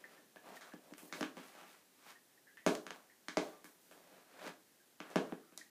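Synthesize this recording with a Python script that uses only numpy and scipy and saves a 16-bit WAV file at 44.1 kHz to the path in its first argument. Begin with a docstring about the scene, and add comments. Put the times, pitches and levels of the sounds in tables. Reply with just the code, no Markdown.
"""A furnished room with a wooden floor, over which a plastic doll is walked by hand.
Its feet tap, each blow exciting damped modes of boards and hollow foot and the noise of a hard edge.
A tight joint squeaks as uneven slips drive a small cavity; dragging feet and cloth are coloured noise.
Single echoes and a dense tail answer from the room, over the shaped noise of room and small microphone."""
import sys
import numpy as np
from scipy import signal
from scipy.fft import rfft, irfft
from scipy.io import wavfile

SR = 44100
rng = np.random.default_rng(int(sys.argv[2]) if len(sys.argv) > 2 else 0)


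def master_out(mix):
    """Clip the mix to full scale and print it as 16-bit PCM to the path in sys.argv[1]."""
    frames = np.transpose(np.atleast_2d(mix))
    ceiling = np.clip(frames, -1, 1)
    pcm = np.round(ceiling * 32767).astype(np.int16)
    wavfile.write(sys.argv[1], SR, pcm)


N = 251350

# Foot taps: (time [s], clack of the foot [dB], thud of the boards [dB], pitch favoured by the spot [Hz],
#             tick of the hard edge [dB], its top octave [dB], send to the room, more when far [dB])
FOOT_TAPS = [(0.3597, -48, -53.5, 600, -69, -72, 2.5), (0.61, -50, -61.5, 590, -63, -74, 10.5),
             (0.7363, -48, -45.5, 223, -67, -80, 0), (0.9204, -59, -48, 230, -75, -77, -3),
             (0.9364, -44, -65, 703, -59.5, -81, -4), (0.9807, -49.5, -64, 188, -69, -58, 7.5),
             (1.0288, -62, -53.5, 234, -76, -64, 3.5), (1.1255, -33.5, -46.5, 232, -47, -85, 4),
             (1.2088, -31, -34.5, 240, -46.5, -70, 1), (1.2283, -27, -37.5, 229, -49.5, -71, 0.5),
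             (1.3688, -46, -46.5, 232, -64.5, -70, 6), (2.5713, -50, -80, 748, -72, -79, 4),
             (2.6638, -22, -24.5, 430, -39.5, -47.5, 5.5), (2.7511, -36, -43.5, 433, -46.5, -61, -1.5),
             (2.866, -36, -49.5, 300, -54, -63.5, 1), (2.906, -34, -48, 633, -50.5, -71, -1),
             (3.2838, -31, -47, 235, -45, -66, 1), (3.3708, -24, -27.5, 513, -39.5, -59, 2.5),
             (3.6432, -48.5, -57.5, 288, -64, -60, 5.5), (3.912, -49.5, -58, 530, -72, -69, 7.5),
             (4.4164, -55, -52, 513, -67, -86, 7), (4.4646, -40, -46.5, 283, -55, -77, 4),
             (4.4743, -41, -52, 735, -63, -66, -3), (4.4928, -44, -54, 314, -64, -74, -3),
             (5.0027, -33.5, -45.5, 227, -55.5, -79, 0), (5.1016, -51, -58, 614, -66, -67, 8),
             (5.158, -24.5, -25, 370, -44.5, -56.5, 3), (5.3229, -40, -36, 239, -84, -76, -2.0),
             (5.5228, -55, -59.5, 230, -81, -84, 5), (5.5757, -48.5, -60, 791, -47, -51.5, -0.5),
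             (5.5957, -58, -62, 221, -63, -71, 2)]
# Joint squeaks: (time [s], peak level [dB], pitch [Hz], t60 of the slipping [s])
JOINT_SQUEAKS = [(0.0408, -43, 1802, 0.022), (0.1765, -57.5, 1820, 0.041), (0.3666, -50.5, 1730, 0.025),
                 (0.5681, -48, 1840, 0.027), (0.7208, -52, 1700, 0.056), (1.0969, -60, 1800, 0.052),
                 (2.153, -58, 1870, 0.13), (2.3755, -63, 1870, 0.046), (2.4700, -58.5, 1780, 0.12),
                 (2.492, -58.5, 1660, 0.2), (2.5711, -50, 1820, 0.073), (2.595, -60, 1930, .2),
                 (3.0245, -73, 2000, 0.065), (3.0973, -58, 1900, 0.2), (4.8, -65, 1610, 0.039),
                 (5.5797, -62, 2010, 0.065), (5.6121, -47.5, 1860, 0.031), (0.6294, -55, 1300, 0.11),
                 (0.6769, -59, 1260, 0.16), (3.5194, -59.5, 1166, 0.41), (5.4276, -63.5, 1315, 0.52)]
# Modes of the floorboards: (frequency [Hz], relative level [dB], t60 [s])
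BOARD_MODES = [(175, -18, 0.015), (229.5, -3, 0.048), (273.4, -0.5, 0.055), (310, -1.5, 0.072),
               (430, -3, 0.08), (505, -1.5, .05), (560, 3, 0.029), (612, 1.5, 0.031), (730, -2.5, 0.036),
               (870, -5, 0.032)]
# Modes of the hollow foot: (frequency [Hz], relative level [dB], t60 [s])
FOOT_MODES = [(1300, -7.5, 0.0044), (1606, 5.5, 0.0031), (2136, -8, 0.0061), (2762, 8, 0.002),
              (3056, -7.5, 0.0021)]
# Strokes of feet and hand: (time of full level [s], hold [s], swell [s per 20 dB], fade [s per 20 dB],
#   drag of the feet [dB], pitch of the drag [Hz], rustle of cloth [dB], its brightness [dB per octave])
HAND_STROKES = [(0.0, .19, .05, .15, -67, 480, -71, -6), (.12, .025, .03, .04, -72, 900, -68, -5),
                (.46, .085, .05, .05, -56, 640, -66, -8), (.555, .02, .02, .04, -66, 700, -60, -3),
                (.615, .07, .03, .15, -65, 650, -65, -6), (.85, .06, .08, .08, -65, 600, -76, -3),
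                (.98, .1, .02, .12, -66, 600, -63, 3), (1.15, .07, .05, .08, -54, 480, -58, -3),
                (1.38, .05, .05, .2, -63, 900, -63, -6), (1.46, .04, .05, .1, -70, 900, -65, -2),
                (1.59, .04, .2, .2, -60, 700, -62, -7), (1.69, .04, .05, .12, -70, 1000, -66, -3),
                (2.09, .02, .13, .06, -64, 850, -59, -5), (2.69, .06, .03, .15, -70, 450, -65, 3),
                (2.92, .06, .05, .15, -66, 880, -76, 0.5), (3.42, .05, .05, .22, -58, 600, -65, -4),
                (3.65, .04, .02, .15, -72, 900, -67, 4), (3.84, .1, .12, .12, -78, 400, -70, 1.5),
                (3.95, .15, .06, .08, -67, 620, -73, -4), (4.12, .07, .06, .1, -64, 550, -70, -6),
                (4.45, .03, .18, .06, -53, 600, -55, -8), (5.02, .12, .03, .06, -61, 600, -63, -11),
                (5.25, .07, .1, .15, -59, 400, -68, -15)]
# Reverberant tail: (frequency [Hz], t60 [s], relative level [dB])
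ROOM_BANDS = [(120, 0.4, -14), (200, .33, -5), (400, 0.33, 1.5), (800, 0.38, -3.5), (2170, 0.22, 4),
              (5370, 0.28, 0.4), (12000, 0.34, -2.03)]
# Reflections from near walls and furniture: (delay [s], level [dB])
NEAR_ECHOES = [(.0075, -20), (0.0111, -8.5), (.017, -15), (.023, -16)]
# Spectrum of the steady noise: (frequency [Hz], relative spectral density [dB])
HISS_SPECTRUM = [(12, -46), (20, -14), (59, -11), (224, 9), (296, 8.5), (800, 2.5), (1200, -3), (1750, 1.5),
                 (2250, -3), (13700, -4), (15300, -8)]

GRIP_DB, GRIP_TILT_DB = -78, -1.5  # constant rustle of the holding hand: level, brightness per octave
DRAG_BOARDS_HZ, DRAG_BOARDS_DB = 240, -3  # the boards boom under every drag
ROOM_DB, HISS_DB = -5, -69.8
EDGE_HZ = 15450  # upper band limit


def taps():
    """Modal superposition: a footfall excites boards, foot and edge together; gives (direct, room send)."""
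    direct, sent = np.zeros((2, N))
    chance = rng.standard_normal((len(FOOT_TAPS), 2, 2, len(BOARD_MODES)))
    chatter = rng.standard_normal((len(FOOT_TAPS), 4000))
    for tap, luck, noise in zip(FOOT_TAPS, chance, chatter):
        s, clack_db, thud_db, spot_hz, tick_db, top_db, room_db = tap
        thud = gain_of(thud_db) * struck(ring(BOARD_MODES, spot_hz, 4.3, luck[0], 0.001))
        clack = gain_of(clack_db) * peaked(ring(FOOT_MODES, 1600, 0, luck[1], 0.0009))
        edge = gain_of(tick_db) * tick(noise, 3500, 6800)
        edge = edge - gain_of(top_db) * tick(noise, 6800, 13000)
        near, spread = thud + clack + edge
        add(direct, s, near)
        add(sent, s, gain_of(room_db) * spread)
    return direct, sent


def ring(modes, spot_hz, spot_db, chance, rise_s):
    """Modal decay: a blow starts damped sines, weakened by spot_db per octave from the favoured pitch."""
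    t = np.arange(4000) / SR
    hz, db, t60 = np.transpose(modes)[:, :, None]
    shift, weight = chance[:, :len(hz), None]
    db = db + 1.5 * weight - spot_db * abs(np.log2(hz / spot_hz))
    detuned_hz = hz * (1 + 0.025 * shift)
    y = (gain_of(db - 60 * t / t60) * np.sin(2 * np.pi * detuned_hz * t)).sum(0)
    return y * (1 - np.exp(-(t / rise_s) ** 2))  # the contact takes a moment to build


def tick(chatter, lo_hz, hi_hz):
    """Hard contact in one band: (decaying chatter heard directly, band impulse sent to the walls)."""
    t = np.arange(4000) / SR
    band = signal.butter(2, [lo_hz, hi_hz], "band", fs=SR, output="sos")
    burst = chatter * gain_of(-60 * t / 0.012) * (1 - np.exp(-t / 0.0005))
    impulse = 1. * (t == 0)
    return np.array([struck(signal.sosfilt(band, drive)) for drive in (burst, impulse)])


def pings():
    """Stick-slip excitation: a tight joint snaps, slips on unevenly, and rings its small cavity."""
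    out, t = np.zeros(N), np.arange(5000) / SR
    chance = rng.standard_normal((len(JOINT_SQUEAKS), 5000))
    for (s, db, hz, t60), slips in zip(JOINT_SQUEAKS, chance):
        drive = 0.12 * slips * gain_of(-60 * t / t60)
        drive[0] = 1  # the snap
        pair = np.sin(2 * np.pi * hz * t) + 0.3 * np.sin(2 * np.pi * hz * 1.11 * t)
        cavity = gain_of(-60 * t / 0.021) * pair * (1 - np.exp(-t / 0.0015))
        squeak = peaked(signal.fftconvolve(drive, cavity)[:len(t)])
        add(out, s, gain_of(db) * squeak)
    return out


def handling():
    """Friction noise: feet scrape a broad board resonance, cloth rustles; strokes swell, hold and fade."""
    columns = np.transpose(HAND_STROKES)[:, :, None]
    s, held, swell, fade, drag_db, drag_hz, cloth_db, tilt_db = columns

    def stroke_power(t):
        steps_down = np.maximum((s - t) / swell, (t - s - held) / fade)  # in steps of 20 dB
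        return gain_of(-20 * np.maximum(steps_down, 0)) ** 2

    def unit_power(db):
        power = gain_of(db) ** 2
        return power / np.mean(power, -1, keepdims=True)  # the colour keeps the total power

    def resonance(hz, top_hz):
        octaves = np.log2((hz.T + 1) / top_hz)
        return gain_of(-18 * np.log10(1 + (octaves / 0.6) ** 2))

    def drag_colour(hz):
        boom = gain_of(DRAG_BOARDS_DB) * resonance(hz, DRAG_BOARDS_HZ)
        return unit_power(20 * np.log10(resonance(hz, drag_hz) + boom))

    def cloth_colour(hz, tilt):
        above = tilt * np.log2(np.maximum(hz.T, 1500) / 1500)
        below = 9 * np.log2(np.maximum(1200 / (hz.T + 1), 1))
        return unit_power(above - below)

    def drag_map(hz, t):
        power = drag_colour(hz).T @ (gain_of(2 * drag_db) * stroke_power(t))
        return 10 * np.log10(power + 1e-20)

    def cloth_map(hz, t):
        power = cloth_colour(hz, tilt_db).T @ (gain_of(2 * cloth_db) * stroke_power(t))
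        grip = gain_of(2 * GRIP_DB) * cloth_colour(hz, GRIP_TILT_DB).T
        return 10 * np.log10(power + grip)

    drag = shaped(crackle(900, 5.9, 1.4), drag_map)
    cloth = shaped(crackle(2000, 2.5, 1.2), cloth_map)
    return drag + cloth


def crackle(per_s, spread_db, smooth):
    """Stick-slip drive: random clicks of uneven size over a smooth share of noise."""
    size = gain_of(spread_db * np.minimum(rng.exponential(1, N), 4)) * rng.standard_normal(N)
    clicks = evened(size * (rng.random(N) < per_s / SR))
    return evened(clicks + smooth * rng.standard_normal(N))


def room(x):
    """Reverberation: a few single echoes, and a dense tail that builds up and dies band by band."""
    length = SR // 2
    pulses = np.zeros(length)
    at = np.arange(80, length - 16, 16)
    pulses[at + rng.integers(0, 16, len(at))] = rng.choice([-1., 1.], len(at))
    f, t60, db = np.transpose(ROOM_BANDS)

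    def decay_map(hz, t):
        return read(np.c_[f, db], hz) - 60 * t / read(np.c_[f, t60], hz)

    tail = shaped(pulses, decay_map) * (1 - np.exp(-np.arange(length) / SR / 0.0068))
    tail /= np.linalg.norm(tail)
    for s, echo_db in NEAR_ECHOES:
        tail[round(s * SR)] += gain_of(echo_db)
    return signal.fftconvolve(x, tail)[:N]


def hiss():
    """Stationary noise of room and microphone: white noise weighted by a fixed spectrum."""
    weight = gain_of(read(HISS_SPECTRUM, np.fft.rfftfreq(N, 1 / SR)))
    spectrum = rfft(rng.standard_normal(N)) * weight
    return gain_of(HISS_DB) * evened(irfft(spectrum, N))


def shaped(x, db_of):
    """Time-varying filtering: colours x frame by frame with a level map over frequency and time."""
    hz, t, z = signal.stft(x, SR, nperseg=512, noverlap=384)
    z = z * gain_of(db_of(hz[:, None], t))
    return signal.istft(z, SR, nperseg=512, noverlap=384)[1][:len(x)]


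def gain_of(db):
    """Level law: 20 dB is a factor of ten in amplitude."""
    return 10 ** (np.asarray(db) / 20)


def read(points, hz):
    """Interpolation of a table along logarithmic frequency."""
    f, value = np.transpose(points)
    return np.interp(np.log(hz + 1), np.log(f + 1), value)


def evened(x):
    """Normalisation to unit effective (RMS) value."""
    return x / np.sqrt(np.mean(x ** 2) + 1e-20)


def peaked(x):
    """Normalisation to unit peak."""
    return x / abs(x).max()


def struck(x):
    """Normalisation to unit RMS over the first 4 ms."""
    return x / np.sqrt(np.mean(x[:SR // 250] ** 2))


def add(mix, s, sound):
    """Superposition of a sound onto the mix from time s."""
    part = mix[round(s * SR):][:len(sound)]
    part += sound[:len(part)]


def scene():
    """Superposition of the direct sounds and the answer of the room."""
    direct, sent = taps()
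    joint, rub = pings(), handling()
    to_room = sent + gain_of(-2.5) * joint + gain_of(-4) * rub
    return (direct + joint + rub + gain_of(ROOM_DB) * room(to_room))[None]


def record(dry):
    """Band limiting: a steep bass cut passes a trace of the deepest thump; hiss joins before the top cut."""
    thin = signal.sosfilt(signal.butter(9, 152, "high", fs=SR, output="sos"), dry)
    thump = gain_of(-3) * signal.sosfilt(signal.butter(3, 42, fs=SR, output="sos"), dry)
    top_cut = signal.firwin(511, EDGE_HZ, window=("kaiser", 9), fs=SR)[None]
    return signal.oaconvolve(thin + thump + hiss(), top_cut, "same")


dry = scene()
out = record(dry)
master_out(out)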